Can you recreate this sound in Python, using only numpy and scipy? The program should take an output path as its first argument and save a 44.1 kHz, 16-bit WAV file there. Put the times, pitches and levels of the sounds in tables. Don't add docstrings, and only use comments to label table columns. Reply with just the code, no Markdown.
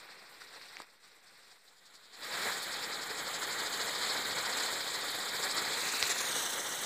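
import sys
import numpy as np
from scipy import signal
from scipy.fft import rfft, irfft
from scipy.io import wavfile
from scipy.ndimage import uniform_filter1d

SR = 44100
rng = np.random.default_rng(int(sys.argv[2]) if len(sys.argv) > 2 else 0)


def master(y):
    cut = np.clip(np.atleast_2d(y).T, -1, 1)
    pcm = np.round(cut * 32767)
    wavfile.write(sys.argv[1], SR, pcm.astype(np.int16))


def attenuation_scalar(level_db):
    decades = np.asarray(level_db, float) / 20
    return 10 ** decades


N = 302393

# [f/Hz, density/dB per Hz]
NIGHT_COLOUR = [(12, -30), (20, -7), (33, -18), (60, -19), (203, -1), (400, -25), (520, -48), (880, -120)]
# [f/Hz, density/dB per Hz]
SIDE_COLOUR = [(25, 2), (200, 5.5), (800, -7), (2000, -21), (6000, -19), (10000, -7), (15500, -6.5)]
# [f/Hz, width/Hz, lift/dB]
YARD_BANDS = [(496, 85, 3.5), (756, 105, 2.5), (1110, 45, 0), (1590, 26, 1), (1910, 31, 3), (13900, 760, 4)]
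# [t/s, then f/Hz of the four lowest notches]
HAND_NOTCHES = [(0, 2950, 6400, 10100, 13700), (1.66, 2950, 6450, 10150, 13800),
                (1.74, 2800, 6100, 9400, 12650), (3.1, 2760, 6000, 9300, 12500),
                (3.45, 2690, 5830, 9050, 12200), (3.9, 2730, 5900, 9250, 12400),
                (5.6, 2770, 6000, 9400, 12600), (5.74, 2800, 5800, 9400, 12400),
                (5.76, 2880, 5700, 9400, 10500), (5.84, 3080, 5500, 9800, 12600),
                (5.95, 3300, 5750, 10300, 13500), (6.04, 3250, 5700, 9700, 13300),
                (6.17, 3050, 5350, 8450, 11500), (6.33, 2620, 5020, 7250, 9700),
                (6.45, 2560, 4950, 7050, 9250), (6.65, 2600, 5000, 7050, 9200),
                (6.86, 2600, 5050, 7300, 9400)]
ECHO_STRENGTH = [(.66, .55, .45, .16, .2), (.82, .68, .55, .15, .22), (.62, .2, .38, .45, .2),
                 (.72, .18, .8, .5, .4), (.8, .28, .45, .4, .45)]
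# [start t/s, end t/s]
FLARE_TIMES = (1.7, 3.0)
SWING_TIMES = (5.72, 5.86)
BACK_TIMES = (6.03, 6.12)
SETTLE_TIMES = (6.32, 6.42)
# [t/s, peak level/dB, f/Hz, ring/cycles, first swing up or down/+-1]
SPARK_BURSTS = [(.4180, -41, 1470, 5, 1), (.6140, -40, 2000, 2.8, 1), (.7689, -31, 2200, 3.6, 1),
                (.7690, -39, 5800, 6, 1), (.8016, -31, 1050, 1.9, -1), (.8016, -43, 400, 2.2, -1),
                (.8194, -40, 8400, 4, 1), (.8195, -36, 4500, 3.6, 1), (1.9530, -45, 5300, 2.6, 1),
                (6.0268, -22, 2400, 3.4, 1), (6.0268, -30, 600, 1.8, 1), (6.0268, -50, 75, 1.6, 1),
                (6.0269, -30, 14000, 8, 1), (6.02693, -9, 4300, 2.4, 1)]
# [t/s, turns done, hiss swing per turn/dB]
SPIN_COURSE = [(0, .51, .9), (.4, 5.77, 1.6), (1.0, 14.44, .9), (1.6, 22.02, .7), (2.0, 26.46, 3.0),
               (2.39, 30.55, .9), (2.59, 32.61, .9), (2.79, 34.5, 2.4), (2.99, 36.55, 2.2),
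               (3.59, 43.89, 1.9), (4.39, 55.0, 1.5), (4.99, 63.54, 1.0), (5.19, 66.57, 1.0),
               (5.39, 69.42, 2.3), (6.19, 80.01, .8), (6.39, 82.99, .2), (6.59, 85.74, .5),
               (6.86, 90.2, .9)]
# [f/Hz, swing once a turn/dB, swing twice a turn/dB]
JET_LOBES = [(2600, .2, .2), (3300, .4, .3), (3950, 1.3, .3), (4650, 3.6, .8), (5350, 3.8, 1.7),
             (6050, 1.2, 2.2), (6750, .3, 2), (7500, 0, 1.1), (9000, 0, .9), (10300, 0, 1.1),
             (12000, 0, .6)]
# [f/Hz, density/dB per Hz]
JET_COLOUR = [(25, -24), (50, -25.5), (100, -8), (290, -7), (430, -4), (620, -7.5), (900, -4.5), (1800, 0),
              (2700, 4.5), (4000, 4), (6000, -7.5), (8000, -11.5), (10500, -14.5), (15500, -18.5)]
REGION_BORDERS = [140, 2800, 6000, 9300]
# [offset/dB, share of treble change, share of puffs]
REGION_FOLLOW = [
    (-31.5, -0.94, .2),
    (-5, -0.44, 0.81),
    (-7, -0.31, 0.92),
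    (-12, 1.15, 1.62),
    (-16.5, 0.78, 0.69),
]
# [t/s, level/dB, treble share/dB, nozzle whistle over roar/dB]
SMOULDER_BURN = [
    (0, -54, -13, 0),
    (.25, -55.5, -11, -1.5),
    (.74, -53, -9.5, 3.5),
    (.82, -55.5, -12, -2),
    (.88, -63, -9, -0.5),
    (1.53, -58.5, -8.5, 2),
    (1.6, -65.5, -7, 2),
    (1.93, -60, -7.5, 1.5),
    (2.08, -60, -10, 3.5),
]
# [t/s, level/dB, treble share/dB, nozzle whistle over roar/dB]
FLARE_BURN = [(2.14, -57, -9, 4), (2.19, -51, -7, 0.5), (2.25, -42, -9, 1.5), (2.48, -35, -9.5, -4),
              (2.54, -40, -8, 1.5), (2.9, -40.5, -9, -0.5), (3.15, -40, -9, -3), (3.55, -38, -8, -2),
              (4.07, -36.5, -8.5, 2), (4.4, -36.5, -8.5, -1), (4.95, -38, -7.5, 1.5), (5.3, -38, -7.5, 0),
              (5.7, -36, -8.5, 0.5), (5.95, -35, -6, 2.5), (6.2, -37, -6, 2), (6.45, -35, -4, -1.5),
              (6.62, -38, -4, -3), (6.86, -38, -5, -3)]
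# [t/s, extra level/dB, length/s]
GAS_PUFFS = [(0.08, 1.5, 0.074), (0.406, 3, 0.043), (0.526, 2.5, 0.054), (0.612, 1.5, 0.058),
             (.78, 4, 0.042), (0.962, -4, 0.039), (1.028, 3, 0.056), (1.19, -3.5, 0.042), (1.257, 1, .04),
             (1.65, 3, 0.04), (1.853, 2, 0.021), (1.935, 3, 0.022), (2.128, 2, 0.02), (3.42, 1.5, 0.017),
             (4.048, 1.5, 0.092), (4.23, -2.5, 0.02), (4.568, 4, 0.019), (4.602, 3, 0.064),
             (4.724, 4, 0.0073), (5.298, -1, 0.085), (5.425, 2.5, 0.056), (5.567, 2, 0.018),
             (5.695, 0.5, 0.047), (6.034, 2.5, 0.051), (6.093, 4.5, 0.034), (6.203, 4.5, 0.014),
             (6.348, 2, 0.037), (6.82, 1.5, 0.021)]
# [t/s, extra level/dB, length/s]
FINE_SPITS = [(.02, 4, .04), (.29, 4, .07), (.38, 4, .04), (.45, 4, .03), (.54, -1, .03), (1.64, 4, .05),
              (2.62, 5, .03), (5.1, 6, .02)]


def rms_one(x):
    return x / np.sqrt(np.mean(x ** 2) + 1e-20)


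def in_time(rows):
    s, *columns = np.transpose(rows)
    return [np.interp(np.arange(N) / SR, s, c) for c in columns]


def drift(rate):
    r = np.exp(-80 * np.pi * rate / SR)
    slow = signal.lfilter([1], [1, -2 * r, r * r], rng.standard_normal(N // 40 + 2002))[2000:]
    return np.interp(np.arange(N) / 40, np.arange(len(slow)), rms_one(slow))


def coloured(x, points):
    hz = np.maximum(np.arange(N // 2 + 1) * SR / N, 1)
    point_hz, point_db = np.transpose(points)
    return rfft(x) * attenuation_scalar(np.interp(np.log(hz), np.log(point_hz), point_db)), hz


def coloured_noise(points):
    return rms_one(irfft(coloured(rng.standard_normal(N), points)[0], N))


def night_rumble():
    return attenuation_scalar(-86.5 + 2.0 * drift(2.8)) * coloured_noise(NIGHT_COLOUR)


def microphone_hiss():
    return attenuation_scalar(-85) * rng.standard_normal(N)


def channel_hiss():
    return attenuation_scalar(-81) * coloured_noise(SIDE_COLOUR)


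def yard(x, scatter_db):
    response = np.zeros(N)
    lags = (rng.uniform(.002, .025, 40) * SR).astype(int)
    response[lags] = attenuation_scalar(scatter_db) * rng.standard_normal(40)
    hz = np.arange(N // 2 + 1) * SR / N
    lift_db = sum(db * np.exp(-.5 * ((hz - centre) / width) ** 2) for centre, width, db in YARD_BANDS)
    return irfft(rfft(x) * attenuation_scalar(lift_db) * (1 + rfft(response)), N)


def near_surface(x):
    tremor, echo_flicker = 0.01, 0.065
    hz, frames, spectra = signal.stft(x, SR, nperseg=512, noverlap=384)
    at = np.minimum(frames * SR, N - 1).astype(int)
    hand_s, *hand_hz = np.transpose(HAND_NOTCHES)
    notch = [np.interp(frames, hand_s, c) for c in hand_hz]
    fifth = 1.27 * notch[-1]
    notch = np.array(notch + [fifth]) * (1 + tremor * drift(25)[at])

    change_s = [*FLARE_TIMES, *SWING_TIMES, *BACK_TIMES, *SETTLE_TIMES]
    strength = []
    for dim, rest, swing, back, close in zip(*ECHO_STRENGTH):
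        course = np.interp(frames, change_s, [dim, rest, rest, swing, swing, back, back, close])
        strength.append(course * (1 + echo_flicker * drift(23)[at]))
    strength = np.clip(np.transpose(strength), 0, .95)

    for k, (at_hz, share) in enumerate(zip(np.transpose(notch), strength)):
        far_hz = at_hz[4] + 10 * (at_hz[4] - at_hz[3])
        cycles = np.interp(hz, [0, *at_hz, far_hz], [.17, 1, 2, 3, 4, 5, 15])
        spectra[:, k] *= 1 - np.interp(hz, at_hz, share) * np.exp(-2j * np.pi * cycles)
    return signal.istft(spectra, SR, nperseg=512, noverlap=384)[1][:N]


def spark_bursts():
    out, t = np.zeros(N), np.arange(1500) / SR
    for s, peak_db, hz, cycles, sign in SPARK_BURSTS:
        swell = (t * hz) ** 2.1
        decay = np.exp(-np.log(1000) * t * hz / max(cycles, .5))
        pulse = np.sin(2 * np.pi * hz * t) * decay * swell
        at = round(s * SR)
        out[at:at + 1500] += sign * attenuation_scalar(peak_db) * pulse / np.abs(pulse).max()
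    return out


def eddies(shape, depth_db):
    patches = uniform_filter1d(rng.standard_normal(shape), 3, axis=0)
    return depth_db * rms_one(uniform_filter1d(patches, 5, axis=1))


def spinning(x):
    hz, frames, spectra = signal.stft(x, SR, nperseg=256, noverlap=192)
    at = np.minimum(frames * SR, N - 1).astype(int)
    turns, swing_db = [c[at] for c in in_time(SPIN_COURSE)]
    once = (.45 + .35 * swing_db) * np.cos(2 * np.pi * turns)
    twice = 0.86 * np.cos(4 * np.pi * turns)
    lobe_hz, once_db, both_db = np.transpose(JET_LOBES)
    gain_db = np.outer(np.interp(hz, lobe_hz, once_db), once)
    gain_db = gain_db + np.outer(np.interp(hz, lobe_hz, both_db), twice)
    gain_db = gain_db + eddies(spectra.shape, depth_db=1.26)
    return signal.istft(spectra * attenuation_scalar(gain_db), SR, nperseg=256, noverlap=192)[1][:N]


def puffs(rows):
    t = np.arange(N) / SR
    total_db = 0
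    for s, db, length in rows:
        rise = np.clip((t - s) / 0.002, 0, 1)
        fall = np.clip((s + length - t) / 0.002 + 1, 0, 1)
        total_db = total_db + db * rise * fall
    return total_db


def burning(crackles_per_s, spread_db, crackle_db):
    born = rng.random(N) < crackles_per_s * attenuation_scalar(3.0 * drift(15)) / SR
    sizes = attenuation_scalar(spread_db * np.minimum(rng.exponential(1, N), 4)) * rng.choice([-1, 1], N)
    return rng.standard_normal(N) + attenuation_scalar(crackle_db) * rms_one(born * sizes)


def jet():
    usual_treble_db, sharp_beam_db = -9, 1.5
    sizzle_swing_db, top_swing_db = 4.0, -.2
    hiss_share = 0.7
    loud_db, treble_db, whistle_db = in_time(SMOULDER_BURN + FLARE_BURN)
    turns, swing_db = in_time(SPIN_COURSE)
    facing = np.cos(2 * np.pi * turns)
    beamed = np.clip(swing_db - sharp_beam_db, 0, .5)
    sputter, puff_db = drift(20), puffs(GAS_PUFFS)

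    rumble_db = 0.73 * sputter
    roar_db = 0.83 * sputter + 0.72 * drift(28) - (1 - hiss_share) * whistle_db
    hiss_db = 0.16 * sputter + .5 * drift(31) + hiss_share * whistle_db
    sizzle_db = sizzle_swing_db * beamed * facing + .5 * sputter + 1.73 * drift(49)
    top_db = top_swing_db * facing + .5 * sputter + 1.45 * drift(40) + puffs(FINE_SPITS)
    flicker_db = [rumble_db, roar_db, hiss_db, sizzle_db, top_db]

    spectrum, hz = coloured(burning(crackles_per_s=1500, spread_db=3.0, crackle_db=-12), JET_COLOUR)
    below = [0] + [1 / (1 + (hz / edge) ** 12) for edge in REGION_BORDERS] + [1]
    out = np.zeros(N)
    for k, (offset_db, bright, puffy) in enumerate(REGION_FOLLOW):
        region = rms_one(irfft(spectrum * (below[k + 1] - below[k]), N))
        level_db = loud_db + offset_db + bright * (treble_db - usual_treble_db)
        level_db = level_db + puffy * puff_db + flicker_db[k]
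        out += attenuation_scalar(level_db) * region
    return out


def scene():
    heard = near_surface(yard(spinning(jet()), scatter_db=-35))
    mid = heard + spark_bursts() + night_rumble() + microphone_hiss()
    side = channel_hiss()
    return np.array([mid + side, mid - side])


def top_cut(x):
    return signal.sosfilt(signal.butter(12, 16030, fs=SR, output="sos"), x)


def record(dry):
    hz = np.arange(N // 2 + 1) * SR / N
    cut = irfft(rfft(dry) * (hz < 15480), N)
    return top_cut(cut - 0.0003)


dry = scene()
out = record(dry)
master(out)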